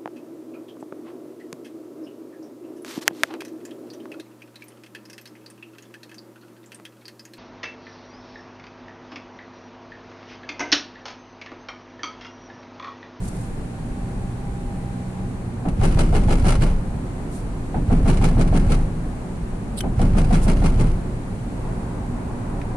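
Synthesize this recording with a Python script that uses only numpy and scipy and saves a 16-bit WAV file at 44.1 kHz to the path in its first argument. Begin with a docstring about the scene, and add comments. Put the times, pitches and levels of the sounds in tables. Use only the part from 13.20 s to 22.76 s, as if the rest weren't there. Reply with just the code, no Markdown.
"""Tyres slap three sets of six painted rumble strips, heard inside a small car on a highway.
Each blow is shaped noise and fading tones: the front tyres knock and slap, the rear ones thump and thud.
Both make the body boom; loose trim rattles afterwards as bursts of noise.
Underneath run road roar and air hiss (noise), droning resonances, engine hum and a gear whine (sines).
Close by are rustles, a scrape that ends in a plastic click, and a soft tick (noise, with tones in the click)."""
import sys
import numpy as np
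from scipy import signal
from scipy.fft import rfft, irfft
from scipy.io import wavfile
from scipy.ndimage import uniform_filter1d

SR = 44100
rng = np.random.default_rng(int(sys.argv[2]) if len(sys.argv) > 2 else 0)


def wrap_up_sound(samples):
    """Save the sound to the file named by the first command line argument, as 16-bit audio."""
    columns = np.atleast_2d(samples).T
    # keep every value between -1 and 1, then stretch to whole-number steps
    tamed = np.clip(columns, -1, 1)
    steps = np.round(tamed * 32767).astype(np.int16)
    wavfile.write(sys.argv[1], SR, steps)


N = 421596  # samples, about 9.56 s
TIME = np.arange(N) / SR


def undb(db):
    """Turn decibels into a gain."""
    return 10 ** (np.asarray(db) / 20)


def noise(size):
    """Two unrelated channels of white noise."""
    return rng.standard_normal((2, size))


def curves(table):
    """Join each column of a table by straight lines in time."""
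    s, *columns = np.transpose(table)
    return [np.interp(TIME, s, column) for column in columns]


def ramp(s, fade_s):
    """Rise from 0 to 1 around a time."""
    return np.clip((TIME - s) / fade_s + .5, 0, 1)


def walk(rate_hz):
    """A wandering level: random steps smoothed twice, with a spread of 1."""
    step = int(SR / rate_hz)
    held = np.repeat(rng.standard_normal(N // step + 1), step)
    smooth = uniform_filter1d(uniform_filter1d(held, step), step)[:N]
    return smooth / smooth.std()


def log_frequency(size):
    """Logarithm of each spectrum frequency, because pitch is heard in ratios."""
    return np.log(np.maximum(np.fft.rfftfreq(size, 1 / SR), 1))


def colour(x, points):
    """Shape a sound by a spectrum with steep ends; white noise keeps its power."""
    hz, db = np.transpose(points)
    f = log_frequency(x.shape[-1])
    outside = np.abs(f - np.clip(f, np.log(hz[0]), np.log(hz[-1])))
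    gain = undb(np.interp(f, np.log(hz), db)) * np.exp(-10 * outside)
    gain = gain / np.sqrt(np.mean(gain ** 2))
    return irfft(rfft(x) * gain, x.shape[-1])


def lows(x, top_hz):
    """Keep what lies below a frequency, without delaying it."""
    return signal.sosfiltfilt(signal.butter(2, top_hz, fs=SR, output="sos"), x)


def fade(t, t60):
    """Die away by 60 dB in t60 seconds."""
    return np.exp(-np.log(1000) * t / t60)


def add(out, sound, s):
    """Mix a sound in at a time."""
    start = int(s * SR)
    part = sound[..., :N - start]
    out[..., start:start + part.shape[-1]] += part


def ring(modes, detune):
    """One second of fading tones, as from a struck object; pitches differ a little at every blow."""
    t = TIME[:SR]
    out = np.zeros(SR)
    for hz, db, t60 in modes:
        pitch_hz = hz * (1 + detune * rng.standard_normal())
        out += undb(db - 60 * t / t60) * np.sin(2 * np.pi * pitch_hz * t)
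    return out


DRONE_WIDTH_HZ = 5
# narrow resonances of tyres and cabin that the asphalt keeps droning: (frequency [Hz], level [dB])
DRONES = [(102, -40), (158, -40.5), (222, -47.5), (243, -42), (286, -45.5), (370, -48)]


def drones():
    """Narrow bands of noise, like resonances kept going by the road, each swelling and fading on its own."""
    f = np.fft.rfftfreq(N, 1 / SR)
    power = 0
    for hz, db in DRONES:
        peak = 1 / (1 + ((f - hz) / DRONE_WIDTH_HZ) ** 2) ** 2
        power = power + undb(db) ** 2 * peak / peak.mean()
    return irfft(rfft(noise(N)) * np.sqrt(power), N)


ROAD_DB, AIR_DB = -26.5, -53.5  # base levels
ASPHALT_S, ASPHALT_FADE_S = 2.2, 1  # the road turns coarser here
SMOOTH_RUMBLE_DB, SMOOTH_ROAR_DB, SMOOTH_DRONE_DB = -2, -2, -5  # on the smooth stretch before it
BEND_S, BEND_FADE_S, BEND_ROAR_DB = 8.34, 0.21, 2  # steering into the bend loads the tyres
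# tone of the road and tyre noise: (frequency [Hz], relative level per Hz [dB])
ROAD = [(18, 3.5), (27, -0.5), (45, 1), (72, -7.5), (92, -8.5), (120, -3), (145, -10.5), (185, -6),
        (215, -10.5), (260, -12.5), (330, -17.5), (580, -25), (820, -26.5), (1300, -35.5), (2500, -49)]
# tone of the air hiss: (frequency [Hz], relative level per Hz [dB])
AIR = [(1470, 6), (2500, 2), (3440, -3.5), (4270, -2.5), (5120, -7), (9660, -1.5), (11400, -15.5),
       (13600, -22), (15500, -43)]


def road():
    """Asphalt rumbles through the suspension, the tread roars above it and air hisses almost steadily."""
    smooth, bend = 1 - ramp(ASPHALT_S, ASPHALT_FADE_S), ramp(BEND_S, BEND_FADE_S)
    tyres = undb(ROAD_DB) * colour(noise(N), ROAD)
    low = lows(tyres, 340)
    rumble = low * undb(SMOOTH_RUMBLE_DB * smooth - 1.4 + 1.1 * walk(11))
    roar_db = SMOOTH_ROAR_DB * smooth + BEND_ROAR_DB * bend + 1.13 + .5 * walk(14)
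    roar = (tyres - low) * undb(roar_db)
    # in the bend the loaded tread roars more around a kilohertz
    scrub = bend * undb(-48) * colour(noise(N), [(700, 6), (1030, 4), (1600, -25)])
    air = colour(noise(N), AIR) * undb(AIR_DB - 0.22 + .5 * walk(2.88))
    return rumble + roar + scrub + air + drones() * undb(SMOOTH_DRONE_DB * smooth)


# engine speed and loudness: (time [s], firing rate [Hz], base hum level [dB])
ENGINE = [(0, 59.5, -38), (.8, 60.6, -36.5), (1.4, 61.7, -32.5), (2.3, 61.7, -31.5), (3.8, 61.7, -46),
          (5.4, 61.7, -38), (6.3, 62.2, -37), (8.2, 59.2, -35), (9.56, 59.2, -36)]
# tones that make up the hum: (multiple of the firing rate, relative level [dB])
ENGINE_ORDERS = [(1, -8), (2, 0), (3, -2.5), (4, -13)]


def engine():
    """Regular firing makes a stack of harmonics; the gear whine is locked to the same turning."""
    firing_hz, hum_db = curves(ENGINE)
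    phase = 2 * np.pi * np.cumsum(firing_hz * (1 + .001 * walk(6))) / SR
    hum = sum(undb(hum_db + db + walk(2.94)) * np.sin(k * phase) for k, db in ENGINE_ORDERS)
    return hum + gear_whine(phase)


WHINE_ORDER = 13  # gear teeth per firing
# the whine swells once under load: (time [s], level [dB])
WHINE = [(0, -58), (.55, -51), (.95, -48), (1.35, -45), (1.7, -45), (1.95, -48), (2.3, -52), (2.6, -70)]


def gear_whine(phase):
    """Meshing teeth sing one thin tone, a little unsteady in pitch and level."""
    whine_db, = curves(WHINE)
    tone = np.sin(WHINE_ORDER * phase + .6 * walk(35))
    return tone * undb(whine_db + 2 * walk(25))


# when something rustles: (time [s], time from the middle until it has faded to 37 % [s], level [dB])
RUSTLES = [(0.051, 0.03, -50.5), (0.085, 0.0073, -48), (0.182, 0.12, -54.5), (4.162, 0.046, -49),
           (7.239, 0.024, -43)]
# tone of the rustles: (frequency [Hz], relative level per Hz [dB])
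RUSTLE_TONE = [(3000, -8), (4500, -6), (6500, -3.5), (9500, 3), (11500, -9), (15000, -30)]


def rustles():
    """Short dry rubbing close by: noise that flutters quickly in level."""
    rub = sum(undb(db) * np.exp(-((TIME - s) / length_s) ** 2) for s, length_s, db in RUSTLES)
    return colour(noise(N) * rub * undb(1.6 * walk(430)), RUSTLE_TONE)


# sets of evenly spaced strips: (time the front tyres meet the first [s], time between strips [s])
STRIP_SETS = [(2.454, .158), (4.545, .1563), (6.637, .1567)]
# how hard the paint of each set is struck: (knock level [dB], slap level [dB], rear blow level [dB])
BLOWS = [(-21.5, -16.5, 1), (-21.5, -15.5, 1), (-23, -17, 1.2)]
# how hard each strip shakes the trim, one row per set: (level at first [dB], ... level at sixth [dB])
SHAKE = [(-29.5, -31, -31.5, -31, -26, -32), (-37.5, -30.5, -31.5, -32.5, -32.5, -31.5),
         (-34, -33.5, -29, -32, -30, -33)]


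def crossings():
    """List every strip: (time [s], knock [dB], slap [dB], rear blow [dB], trim shake [dB])."""
    strips_met = []
    for (first_s, gap_s), blow, shakes in zip(STRIP_SETS, BLOWS, SHAKE):
        for k, shake_db in enumerate(shakes):
            strips_met.append((first_s + k * gap_s, *blow, shake_db))
    return strips_met


# rough part of a tyre knock: (frequency [Hz], relative level per Hz [dB])
KNOCK_TONE = [(400, -9), (530, -8), (720, 6.5), (880, -1), (1050, -10), (1350, -11), (2200, -26)]
# hollow ring of the wheel arch: (frequency [Hz], relative level [dB], time to fade by 60 dB [s])
ARCH = [(672, -2, .08), (764, 0, .075)]


def knock(t60=0.092, grip_s=0.0032, rough_db=-4, arch_db=-2):
    """The tread wraps round the edge of the paint in a rough knock and the wheel arch rings hollow."""
    t = TIME[:SR]
    out = undb(rough_db) * colour(noise(SR), KNOCK_TONE) * fade(t, t60)
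    out[0] += undb(arch_db) * ring(ARCH, detune=.04)
    return out * (1 - np.exp(-t / grip_s))


def panels(path, spectrum, contact_s, rise_s, low_t60, high_t60, alike):
    """Many panel resonances heard as noise, partly the same each time; lows and highs rise and fade apart."""
    t = TIME[:SR]
    mixed = np.sqrt(alike) * path + np.sqrt(1 - alike) * noise(SR)
    dense = colour(mixed, spectrum)
    low = lows(dense, 330)
    swell = 1 - np.exp(-t / rise_s)
    soft_rubber = 1 - np.exp(-(t / contact_s) ** 2)
    return low * fade(t, low_t60) * swell + (dense - low) * fade(t, high_t60) * soft_rubber


def thump(s, hz):
    """One push of air with a rebound on either side."""
    squash = (np.pi * hz * (TIME[:SR] - s)) ** 2
    return (1 - 2 * squash) * np.exp(-squash)


AXLE_LAG_S = .143  # the rear tyres follow this much later: wheelbase over speed
THUMP_S, THUMP_HZ, THUMP_DB = 0.004, 80, -9  # a rear tyre squashes and springs back: delay, pitch, level
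THUD_S = .014  # the rear suspension passes the blow on to the panels this much later
# low resonances of body, cabin air and tyre cavity:
# (frequency [Hz], relative level [dB], time to fade by 60 dB [s])
BODY = [(25.23, -7, 0.61), (38.87, -11, 0.53), (50.7, -17.5, 0.79), (77.05, -28, 1), (103, -23.5, 0.18),
        (115, -23.5, 0.24), (153.7, -22.5, 0.88), (188, -26.5, 0.42), (243.8, -22.5, 0.44),
        (372, -29.5, 0.32), (415.4, -31, .35), (476.6, -35.5, 0.55)]
# tone of the front slap: (frequency [Hz], relative level per Hz [dB])
SLAP_TONE = [(60, 12), (130, 1), (190, 10.5), (222, 0.5), (255, 6.5), (330, -1.5), (420, -3.5), (530, -8),
             (760, -16), (1000, -25), (1600, -30.5), (4000, -43)]
# tone of the rear thud: (frequency [Hz], relative level per Hz [dB])
THUD_TONE = [(45, 0), (75, 3.5), (105, 7.5), (155, 1), (195, 3.5), (222, -5.5), (290, -8.5), (450, -14.5),
             (700, -19.5), (1200, -28), (3000, -45.5)]
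# a front tyre knocks climbing onto the paint and again dropping off: (delay [s], relative level [dB])
EDGES = [(-.002, 0), (.0215, -3)]


def strips(build_s=0.019):
    """The front axle strikes each strip, then the rear one thumps it; both set the body booming."""
    out = np.zeros((2, N))
    front_path, rear_path = noise(SR), noise(SR)
    build = 1 - np.exp(-TIME[:SR] / build_s)  # the springs pass the blow on gradually
    rear_thump = thump(AXLE_LAG_S + THUMP_S, THUMP_HZ)
    for s, knock_db, slap_db, rear_db, _ in crossings():
        slap = panels(front_path, SLAP_TONE, contact_s=0.00028, rise_s=0.013,
                      low_t60=0.79, high_t60=0.25, alike=0.46)
        thud = panels(rear_path, THUD_TONE, contact_s=0.014, rise_s=0.019,
                      low_t60=0.67, high_t60=0.79, alike=0.35)
        boom = build * ring(BODY, detune=0.0079)
        # front axle
        add(out, undb(slap_db - 2.5) * slap, s)
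        for delay_s, db in EDGES:
            add(out, undb(knock_db + db) * knock(), s + delay_s)
        add(out[0], undb(-9.5) * boom, s + 0.00485)
        # rear axle; its lag is already inside the thump
        add(out[0], undb(rear_db + THUMP_DB) * rear_thump, s)
        add(out, undb(rear_db - 16) * thud, s + AXLE_LAG_S + THUD_S)
        add(out[0], undb(rear_db + 1.5) * boom, s + AXLE_LAG_S + 0.0178)
    return out


CHATTER_S = 0.041  # the trim chatters hardest this long after a rear blow
KNOCK_RISE_S = .002  # loose trim seats itself over this time
TRIM_DRY_DB, TRIM_RING_DB = -2.3, -10  # direct and through the cabin
# separate knocks of loose trim, set off by the strips: (time [s], level [dB])
TRIM_KNOCKS = [(2.486, -34), (2.634, -29), (2.653, -26), (2.683, -33), (2.712, -34), (2.723, -32),
               (2.791, -19.5), (2.806, -23), (2.834, -32), (2.955, -30), (2.964, -26), (3.036, -33.5),
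               (3.108, -26.5), (3.124, -23.5), (3.196, -33), (3.244, -44), (3.264, -34), (3.284, -20.5),
               (3.304, -22), (3.323, -25), (3.353, -27), (3.422, -25), (3.435, -28), (3.464, -33),
               (4.88, -33), (4.899, -24), (4.931, -32), (4.941, -35), (4.972, -28), (5.04, -21.5),
               (5.052, -24.5), (5.086, -31.5), (5.212, -25), (5.276, -32.5), (5.351, -38), (5.364, -30),
               (5.397, -34.5), (5.52, -22.5), (5.544, -31), (6.816, -29), (6.984, -24), (7.044, -33.5),
               (7.127, -33), (7.142, -26), (7.281, -26), (7.298, -26.5), (7.369, -34), (7.440, -31),
               (7.46, -24), (7.609, -30)]
# tone of the trim: (frequency [Hz], relative level per Hz [dB])
TRIM_TONE = [(530, 6.5), (900, 3), (1060, -1.5), (1330, 0.5), (1880, -7.5), (2170, -3), (3340, -11),
             (4180, -12.5), (5570, -15), (8250, -15), (9400, -10.5), (11400, -27.5), (15500, -48)]


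def rattles(swell_s=0.026, fade_s=0.064, grain_db=5, contacts_per_s=1100, knock_s=0.0096, ring_t60=0.045):
    """Loose trim chatters after every strip and knocks home in sharp cracks; the cabin adds a short ring."""
    chatter, knocks, size = np.zeros(N), np.zeros(N), SR // 2  # both hold power, not level
    t = TIME[:size] - TIME[size // 4]
    swell = np.exp(np.minimum(t / swell_s, -t / fade_s))
    for s, *_, shake_db in crossings():
        add(chatter, (undb(shake_db) * swell) ** 2, s + AXLE_LAG_S + CHATTER_S + t[0])
    for s, db in TRIM_KNOCKS:
        add(knocks, (undb(db) * np.exp(-TIME[:size] / knock_s)) ** 2, s)
    knocks = uniform_filter1d(knocks, int(KNOCK_RISE_S * SR))
    # the chatter is made of many tiny contacts of random strength
    strength = undb(grain_db * rng.standard_normal(N)) ** 2
    contacts = (rng.random(N) < contacts_per_s / SR) * strength
    grain = signal.lfilter([1], [1, -np.exp(-1 / (0.0018 * SR))], contacts)
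    power = np.abs(chatter * grain / grain.mean() + knocks)
    direct = noise(N) * np.sqrt(power)
    walls = noise(size) * fade(TIME[:size], ring_t60)
    walls = walls / np.linalg.norm(walls[0])
    ringing = signal.fftconvolve(direct, walls, axes=1)[:, :N]
    return colour(undb(TRIM_DRY_DB) * direct + undb(TRIM_RING_DB) * ringing, TRIM_TONE)


SCRAPE_S, SCRAPE_LENGTH_S, SCRAPE_DB = 6.587, 0.013, -35  # plastic slides just before it clicks
# tone of the scrape: (frequency [Hz], relative level per Hz [dB])
SCRAPE_TONE = [(2800, -6), (4100, 0), (5200, -8), (6600, -23), (8200, 3), (9900, 1), (11200, -11),
               (15000, -23)]


def scrape(slips_per_s=1000, slip_s=.001):
    """Plastic sticks and slips in a quick, uneven run of tiny ticks."""
    gaps, sizes = rng.standard_normal((64, 2)).T
    times = np.cumsum(undb(2 * gaps)) / slips_per_s
    times = SCRAPE_S + times - times.mean()
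    slips = np.zeros(N)
    for s, db in zip(times, 2 * sizes):
        add(slips, undb(db) * np.exp(-TIME[:SR // 10] / slip_s), s)
    pressure = undb(SCRAPE_DB) * np.exp(-((TIME - SCRAPE_S) / SCRAPE_LENGTH_S) ** 2)
    return colour(noise(N) * slips * pressure, SCRAPE_TONE)


# the plastic catches, then snaps home: (time [s], level [dB])
CLICKS = [(6.6055, -30), (6.608, -26.5)]
# tones of the plastic: (frequency [Hz], relative level [dB], time to fade by 60 dB [s])
PLASTIC = [(1520, -3, .025), (3050, -1, .055), (5900, 0, .014), (7750, -9, .05), (9400, -3, .035)]
# tone of the sharp crack: (frequency [Hz], relative level per Hz [dB])
CRACK_TONE = [(1200, -5), (3100, 9), (4500, -5), (6000, -5), (7000, -18), (9400, 8), (11500, -7),
              (15000, -18)]


def plastic_click():
    """Plastic snaps near the microphones: a crack of noise, and the piece rings briefly."""
    out = np.zeros((2, N))
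    for s, db in CLICKS:
        crack = colour(noise(SR), CRACK_TONE) * np.exp(-TIME[:SR] / .003)
        body = np.array([ring(PLASTIC, detune=0.0062) for channel in range(2)])
        add(out, undb(db) * (undb(-5) * body + crack), s)
    return out


TICK_S, TICK_DB = 9.416, -39
# tone of the tick: (frequency [Hz], relative level per Hz [dB])
TICK_TONE = [(1400, 1), (2400, 1), (3300, -12), (7000, -22)]


def trim_tick():
    """A piece of trim ticks softly in the bend: one quickly fading burst of noise."""
    out = np.zeros((2, N))
    tick = colour(noise(SR), TICK_TONE) * np.exp(-TIME[:SR] / 0.0067)
    add(out, undb(TICK_DB) * tick, TICK_S)
    return out


# the cabin at the two microphones:
# (frequency [Hz], side minus middle level [dB], left minus right level [dB])
WIDTH = [(30, -18, 0.5), (90, -25, -1.3), (181, -19.5, -1), (366, -7, -2.5), (725, -4, 1.5),
         (1400, 0.5, 1.7), (2800, 0.5, .2), (6040, 0, 0.5), (10600, 0, -5.5)]


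def cabin(pair):
    """Sound arrives from all around: left and right are alike in the bass and apart in the treble."""
    hz, side_db, pan_db = np.transpose(WIDTH)
    f = log_frequency(N)
    side_gain = undb(np.interp(f, np.log(hz), side_db))
    pan = undb(np.interp(f, np.log(hz), pan_db / 2))
    middle, side = rfft(pair)
    left = (middle + side_gain * side) * pan
    right = (middle - side_gain * side) / pan
    return irfft(np.array([left, right]), N)


def scene():
    """Everything reaches the microphones through the closed cabin."""
    pair = road() + rustles() + strips() + rattles() + scrape() + plastic_click() + trim_tick()
    pair[0] += engine()  # the first channel is the middle, the second the side
    return cabin(pair)


TOP_HZ = 15450  # nothing much passes above this


def record(dry, ceiling=1.0, knee_db=-17, squeeze=0.72, follow_s=0.018):
    """The phone holds down heavy bass, rounds the loudest peaks and cuts the top."""
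    bass = lows(dry, 110)
    loudness = np.sqrt(np.abs(uniform_filter1d(bass[0] ** 2, int(follow_s * SR))))  # left channel
    gain = np.maximum(loudness / undb(knee_db), 1) ** -squeeze
    rounded = ceiling * np.tanh((dry + (gain - 1) * bass) / ceiling)
    fade_in = np.minimum(TIME / .003, 1)
    top_cut = signal.ellip(8, .2, 70, TOP_HZ, fs=SR, output="sos")
    return signal.sosfilt(top_cut, fade_in * rounded)


dry = scene()
out = record(dry)
wrap_up_sound(out)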